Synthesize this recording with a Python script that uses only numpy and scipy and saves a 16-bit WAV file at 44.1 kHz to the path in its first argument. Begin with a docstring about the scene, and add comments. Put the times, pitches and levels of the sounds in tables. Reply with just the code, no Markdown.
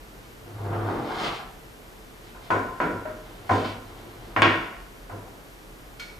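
"""Aluminium rails fitted by hand

Hollow rails are fitted on a bench in a small, live workshop. One is dragged over the bench, then along its
neighbour: streams of stick-slip clicks drive the rail, over bench judder. Small shifts in the hand rub likewise.
Knocks sum a crack, ringing modes, echoes, edge grit, frame thud and bench boom. A corner plate clinks near
the start and at the end, from its own modes and echoes. Shaped noise and faint wavering tones lie underneath."""
import sys
import numpy as np
from scipy import signal
from scipy.fft import rfft, irfft, next_fast_len
from scipy.io import wavfile

SR = 44100
rng = np.random.default_rng(int(sys.argv[2]) if len(sys.argv) > 2 else 0)


def persist_wave(psi):
    """Save psi, clipped to +-1, as 16-bit WAV."""
    counts = np.round(np.clip(psi, -1, 1) * 32767).astype(np.int16)
    wavfile.write(sys.argv[1], SR, np.atleast_2d(counts).T)


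N = 272979
RING_S = np.arange(3 * SR // 4) / SR   # time axis of one blow's decay
BENCH_HZ = 102.1   # lowest mode of the bench top


def from_db(db):
    """Decibels to amplitude."""
    return 10 ** (np.asarray(db) / 20)


def rms_one(x):
    """Scales to rms 1."""
    return x / np.sqrt(np.mean(x ** 2) + 1e-20)


def cut(x, hz, kind, order=2):
    """Butterworth filter."""
    sos = signal.butter(order, np.clip(hz, 10, .45 * SR), kind, fs=SR, output="sos")
    return signal.sosfilt(sos, x)


def resonance(x, hz, width_hz):
    """Two-pole resonance, gain 1 on top."""
    r = np.exp(-np.pi * width_hz / SR)
    numerator = np.array([1, 0, -1]) * (1 - r * r) / 2
    denominator = [1, -2 * r * np.cos(2 * np.pi * hz / SR), r * r]
    return signal.lfilter(numerator, denominator, x)


def at_hz(points, hz):
    """Reads a table of (Hz, value) on a log frequency axis."""
    table_hz, value = np.array(points).T
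    return np.interp(np.log(hz + 1e-9), np.log(table_hz), value)


def drift(rate_hz):
    """Slow random drift: normal knots of spread 1, joined by lines."""
    knots = rng.standard_normal(1024)
    return np.interp(np.arange(N) / SR * rate_hz, np.arange(len(knots)), knots)


def fade(t60_s):
    """Exponential decay, 60 dB in t60_s."""
    return np.exp(-np.log(1000) * RING_S / t60_s)


def swell(t, start_s, end_s, attack_s, release_s):
    """Attack, hold and release, in straight lines."""
    return np.clip(np.minimum((t - start_s) / attack_s, (end_s - t) / release_s), 0, 1)


def add(out, s, sound):
    """Mixes a stereo sound in at time s."""
    start = round(s * SR)
    out[:, start:start + sound.shape[1]] += sound[:, :N - start]


def stereo(mid, side):
    """Left and right from mid and side."""
    return mid + side * np.array([[1], [-1]])


# stereo width, bass alike and middle range different: freq_hz, side_re_mid_db
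WIDTH = [(100, -19), (170, -17), (260, -19), (400, -10.5), (600, -8), (1000, -5.5), (2000, -3),
         (4000, -2.5), (8000, -37), (11500, -37)]


def coloured(points, size, width=WIDTH):
    """Stereo noise with the spectrum of a (Hz, dB) table."""
    padded = next_fast_len(size)
    hz = np.arange(padded // 2 + 1) * SR / padded
    mid, side = rfft(rng.standard_normal((2, padded))) * from_db(at_hz(points, hz))
    side = side * from_db(at_hz(width, hz))
    return irfft(stereo(mid, side), padded)[:, :size]


# workshop air spectrum: freq_hz, relative_density_db
AIR_SPECTRUM = [(12, -38), (22, -10), (45, 3), (80, -14), (110, -8), (200, -11), (380, -11), (600, -15),
                (1500, -21), (2500, -26), (5000, -29.5), (10000, -33.5), (12500, -30), (15000, -39.5)]
# width of the air noise: freq_hz, side_re_mid_db
AIR_WIDTH = [(60, -22), (99, -10.5), (160, -6.5), (270, -5.5), (450, -4), (740, -1), (1220, 0.5), (2010, 2),
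             (3330, 1), (5500, -8.5), (9080, -8), (15000, -34)]
# hum and thin electrical whine, centre values: freq_hz, level_db (rms)
HUM_TONES = [(37.7, -57), (120, -66), (322, -68), (435, -63), (3031, -81), (5970, -81), (8969, -84),
             (14244, -81)]


def workshop_air(air_db=-46, wander_hz=2.69, waver_db=2):
    """Steady shaped noise, with faint tones drifting in pitch and level."""
    air = from_db(air_db) * rms_one(coloured(AIR_SPECTRUM, N, AIR_WIDTH))
    for tone_hz, level_db in HUM_TONES:
        phase = 2 * np.pi * np.cumsum(tone_hz + wander_hz * drift(12)) / SR
        gain = from_db(level_db + waver_db * drift(1.8))
        air = air + np.sqrt(2) * gain * np.sin(phase)
    return air


def reflections(colour, early=0.34, early_t60_s=0.048, late_t60_s=0.7, treble_t60_s=0.46, dull_hz=3000):
    """Dense workshop echoes: strong from nearby surfaces at first, the treble dying sooner."""
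    noise = coloured(colour, len(RING_S))
    low = cut(noise, dull_hz, "low", order=1)
    late = low * fade(late_t60_s) + (noise - low) * fade(treble_t60_s)
    return late + early * noise * fade(early_t60_s)


def ringing(modes, lift_db=0, flutter=.6, count=40):
    """Decaying modes; echoes of each mode add to it and make its level and phase flutter."""
    hz, level_db, t60_s = np.transpose(modes)[:, :, None]
    turn = (2 * np.pi * hz * RING_S).astype(np.float32)
    fine = np.linspace(0, count - 1, len(RING_S))
    waves = []
    for share_db in (0, at_hz(WIDTH, hz)):   # mid, then side
        echoes = rng.standard_normal((len(hz), count, 2)) @ [1, 1j]
        paths = np.exp(2j * np.pi * rng.random(hz.shape)) + flutter * echoes
        smooth = np.array([np.interp(fine, np.arange(count), path) for path in paths])
        envelope = smooth * fade(t60_s)
        wave = envelope.real * np.sin(turn) + envelope.imag * np.cos(turn)
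        waves.append(np.sum(from_db(level_db + lift_db + share_db) * wave, axis=0))
    return stereo(*waves)


# corner plate touching the rail: start_s, level_db
CLINKS = [(0.243, -63), (5.997, -41.5)]
# plate modes: freq_hz, relative_db, t60_s
PLATE_MODES = [(1441, 0, .55), (2234, -1, .7), (2264, -1, .7), (2305, -6, .6), (2475, -8, .5),
               (3190, -8, .5), (3590, -11, .5), (4235, -6, .5), (4325, -7, .5), (5080, -10, .5),
               (6340, -18, .4)]


def clinks(room_db=5, low_hz=1300, high_hz=5400):
    """The small plate rattles and rings high; it does not move the bench."""
    out = np.zeros((2, N))
    tick_colour = [(low_hz / 2, -12), (low_hz, 0), (high_hz, -2), (2 * high_hz, -18)]
    for start_s, level_db in CLINKS:
        tick = from_db(room_db) * reflections(tick_colour)
        plate = .55 * ringing(PLATE_MODES, flutter=1.0, count=110)
        add(out, start_s, from_db(level_db) * (plate + tick))
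    return out


# bending and wall modes of the rails: freq_hz, relative_db, t60_s
RAIL_MODES = [(234, -7, .5), (279, -4, .55), (335, -2, .55), (378, -5, .6), (420, -8, .55), (620, -4, .6),
              (689, -3, .65), (767, -4, .5), (975, -3, .65), (1037, -2.5, .7), (1092, -4, .65),
              (1196, -3, .55), (1293, -3, .55), (1371, -2, .8), (1474, 0, .7), (1606, -1, .6),
              (1860, 1, .6), (2235, 2, .6), (2305, -1, .6), (2514, -6, .6), (2840, 0, .65), (3180, -6, .55),
              (3321, -1, .55), (3540, -2, .55)]


def rail_response(crack, modes_db, colour, lift_db=0, lowest_hz=210, wall_hz=3900, room_db=-3.5):
    """One click on a rail: direct crack, ringing modes and room; the slim profile radiates little bass."""
    direct = cut(crack * (RING_S == 0), wall_hz, "low", order=3)
    modes = from_db(modes_db) * ringing(RAIL_MODES, lift_db)
    room = from_db(room_db) * reflections(colour)
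    return cut(direct + modes + room, lowest_hz, "high")


# rail pressed to a surface while sliding: freq_hz, relative_db
RUB_COLOUR = [(150, -1.5), (210, -1), (290, 0), (390, 0), (480, -0.5), (650, 1), (830, 8), (1100, 3.5),
              (1400, 4.5), (3500, -0.5), (5500, -6), (10000, -16.5)]


def friction(level_db, low_hz, high_hz, slips_per_s, uneven_db, modes_db, order=2):
    """Stick and slip: a stream of uneven clicks into the rail, in a band set by the surfaces that rub."""
    struck = rng.random(N) < slips_per_s / SR
    slips = struck * rng.standard_normal(N) * from_db(uneven_db * drift(45))
    pressed = rail_response(crack=14.3, modes_db=modes_db, colour=RUB_COLOUR, lowest_hz=113)
    pressed = pressed * fade(2.05)   # the contact damps the ring
    body = cut(pressed, [low_hz, high_hz], "band", order=order)
    body = body / np.sqrt(np.sum(body ** 2) / 2)
    drive = rms_one(slips) * from_db(level_db)
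    return signal.fftconvolve(drive[None], body, axes=1)[:, :N]


# small shifts of the rail in the hand: start_s, length_s, level_db, brightness_db
NUDGES = [(0.416, 0.14, -54, -7.5), (2.22, 0.094, -69.5, 21.5), (2.388, .12, -51, 3.5),
          (3.14, 0.48, -54, -1), (3.477, 0.26, -50, 10), (3.826, 0.62, -52, -2.5)]


def nudges(t, rumble_db=1, rasp_db=-2.0, hiss_db=-3, attack_s=0.071, release_s=0.026):
    """Gains of rumble, rasp and hiss for the small shifts; brightness tips each from rumble to hiss."""
    gains = 0
    for start_s, length_s, level_db, bright_db in NUDGES:
        balance_db = np.array([[rumble_db - bright_db], [rasp_db], [hiss_db + bright_db]])
        envelope = swell(t, start_s, start_s + length_s, attack_s, release_s)
        gains = gains + from_db(level_db + balance_db) * envelope
    return gains


# the long drag: time_s, rub_db, treble_db
DRAG = [(0.56, -46, -64), (0.674, -31.5, -61), (0.928, -29.5, -50.5), (1.028, -30, -52.5),
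        (1.15, -31.5, -42), (1.26, -27.5, -30.5), (1.326, -32.5, -48), (1.362, -48, -39), (1.42, -36, -55)]
# the rail's weight passes from bench to neighbour; the rub tips from rumble to rasp
HANDOVER_S, HANDOVER_TAKES_S, HANDOVER_DB = 1.045, .05, 4.5


def drag(t, rumble_db=-1, rasp_db=-5, hiss_db=0):
    """The same three gains in the long drag: dull on the bench, raspier on the other rail."""
    time_s, rub_db, treble_db = np.transpose(DRAG)
    rub_db, treble_db = np.interp(t, time_s, rub_db), np.interp(t, time_s, treble_db)
    tip_db = HANDOVER_DB * np.clip((t - HANDOVER_S) / HANDOVER_TAKES_S, 0, 1)
    gains = from_db([rub_db + rumble_db - tip_db, rub_db + rasp_db + tip_db, treble_db + hiss_db])
    return gains * (t > time_s[0]) * (t < time_s[-1])


def bench_judder(t, rumble_db, firm_db=-31.5, shake_db=-33, shake_follows=.35, shake_hz=30):
    """Slips lock to the bench mode only under a firm drag; stray ones shake it unevenly."""
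    firm = from_db(firm_db) * swell(t, start_s=0.497, end_s=0.99, attack_s=0.16, release_s=0.14)
    phase = 2 * np.pi * np.cumsum(BENCH_HZ + 3 * drift(15.8)) / SR
    locked = firm * np.sqrt(2) * np.sin(phase)
    shaken = resonance(cut(rng.standard_normal(N), 280, "low"), BENCH_HZ, shake_hz)
    stray = from_db(shake_db + shake_follows * rumble_db) * rms_one(shaken)
    return cut(locked + stray, [BENCH_HZ - 25, BENCH_HZ + 40], "band", order=1)


def slides(build_up_s=0.012, sizzle_db=-14):
    """Rubbing rail: the bench judders and rumbles, the metal rasps, hisses and sizzles."""
    t = np.arange(N) / SR
    early = t + build_up_s   # gains lead, as the ring takes time to build up
    rumble_db, rasp_db, hiss_db = 20 * np.log10(drag(early) + nudges(early) + 1e-9)
    judder = bench_judder(t, rumble_db)
    rumble = friction(rumble_db, low_hz=139, high_hz=480, slips_per_s=1200, uneven_db=0.0, modes_db=-35.5)
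    rasp = friction(rasp_db, low_hz=644, high_hz=1400, slips_per_s=1600, uneven_db=3.5, modes_db=-34.5)
    hiss = friction(hiss_db, low_hz=2000, high_hz=5000, slips_per_s=1500, uneven_db=2, modes_db=-26)
    sizzle = friction(hiss_db + sizzle_db, low_hz=5000, high_hz=12000, slips_per_s=5000,
                      uneven_db=1.5, modes_db=-45)
    return judder + rumble + rasp + hiss + sizzle


def bench_boom(swell_s=0.038, t60_s=0.41):
    """The bench top's lowest mode swells as the blow spreads through it."""
    envelope = (1 - np.exp(-(RING_S / swell_s) ** 2)) * fade(t60_s)
    return 2 * envelope * np.sin(2 * np.pi * BENCH_HZ * RING_S)


def frame_thud(swell_s=0.035, t60_s=0.66):
    """The whole frame rocks on the bench a moment after the blow."""
    noise = coloured([(35, -38), (65, -2.0), (125, -34), (160, 2), (200, -4), (240, 5), (350, 1.0),
                      (480, 2.5), (850, -24), (3000, -70)], len(RING_S))
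    return noise * (1 - np.exp(-(RING_S / swell_s) ** 2)) * fade(t60_s)


def grit(t60_s=0.82):
    """Sharp edges graze as they meet: a bright spray of noise, dying away."""
    noise = coloured([(500, -26), (2500, -3.5), (4500, -10.5), (7000, -14.5), (10000, -24), (15000, -39)],
                     len(RING_S))
    return noise * fade(t60_s)


# rail against rail: start_s, clank_db, hardness_hz, first_mode_hz, second_mode_hz, mode_lift_db, thud_db, boom_db
KNOCKS = [(2.347, -33.5, 1170, 617, 767, 3, -54, -65), (2.504, -9, 1310, 1037, 1500, 12, -8, -27),
          (2.802, -13, 1500, 945.6, 1420, 32, -6.5, -60), (2.913, -24, 756, 420, 975, 4, -24, -33.5),
          (3.054, -27.5, 1570, 620, 1420, 20, -22.5, -41.5), (3.493, -11, 1330, 1037, 767, 10.5, -17, -16),
          (3.507, -8, 825, 234, 767, 10.5, -7, -22.5), (3.651, -24, 1150, 378, 689, -13, -25, -35.5),
          (4.363, -10.5, 1820, 960, 1860, 3, -8.5, -24.5), (4.4204, -6.5, 2900, 335, 1092, 10.5, -9.5, -25),
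          (5.096, -26, 1120, 689, 1037, 5.5, -20, -32.5), (5.262, -37, 990, 684, 767, 9, -35, -62)]
# crowd of weaker modes, in clusters, thinning above the wall resonances: freq_hz, relative_db
RAIL_COLOUR = [(120, 4.5), (330, -7), (740, 4.5), (850, -2.5), (990, 7), (1180, -4), (1330, 4), (1530, 3),
               (2050, 2.5), (2400, 2), (2700, 1), (3600, -2), (3850, -5.5), (4900, -0.5), (10000, -15)]


def knocks(favour_width=0.027, crack_from_hz=690, grit_db=-21.5):
    """A harder contact cracks more and reaches higher modes; the spot struck sets the level of two of them."""
    out = np.zeros((2, N))
    mode_hz = np.array(RAIL_MODES)[:, :1]
    for start_s, clank_db, hard_hz, first_hz, second_hz, lift_db, thud_db, boom_db in KNOCKS:
        favour = sum(np.exp(-(np.log(mode_hz / hz) / favour_width) ** 2) for hz in (first_hz, second_hz))
        crack = (hard_hz / crack_from_hz) ** 2
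        struck = rail_response(crack, modes_db=-22, colour=RAIL_COLOUR, lift_db=lift_db * favour)
        clank = cut(struck, hard_hz, "low", order=3) + from_db(grit_db) * grit()
        thud = from_db(thud_db) * frame_thud()
        boom = from_db(boom_db) * bench_boom()
        add(out, start_s, from_db(clank_db) * clank + thud + boom)
    return out


def scene():
    """Handling sounds over the room's floor."""
    return workshop_air() + clinks() + slides() + knocks()


def record(dry, cutoff_hz=15050):
    """Full scale limits the peaks, then the top is cut."""
    top_cut = signal.ellip(12, .1, 80, cutoff_hz, fs=SR, output="sos")
    return signal.sosfilt(top_cut, np.clip(dry, -1, 1))


dry = scene()
out = record(dry)
persist_wave(out)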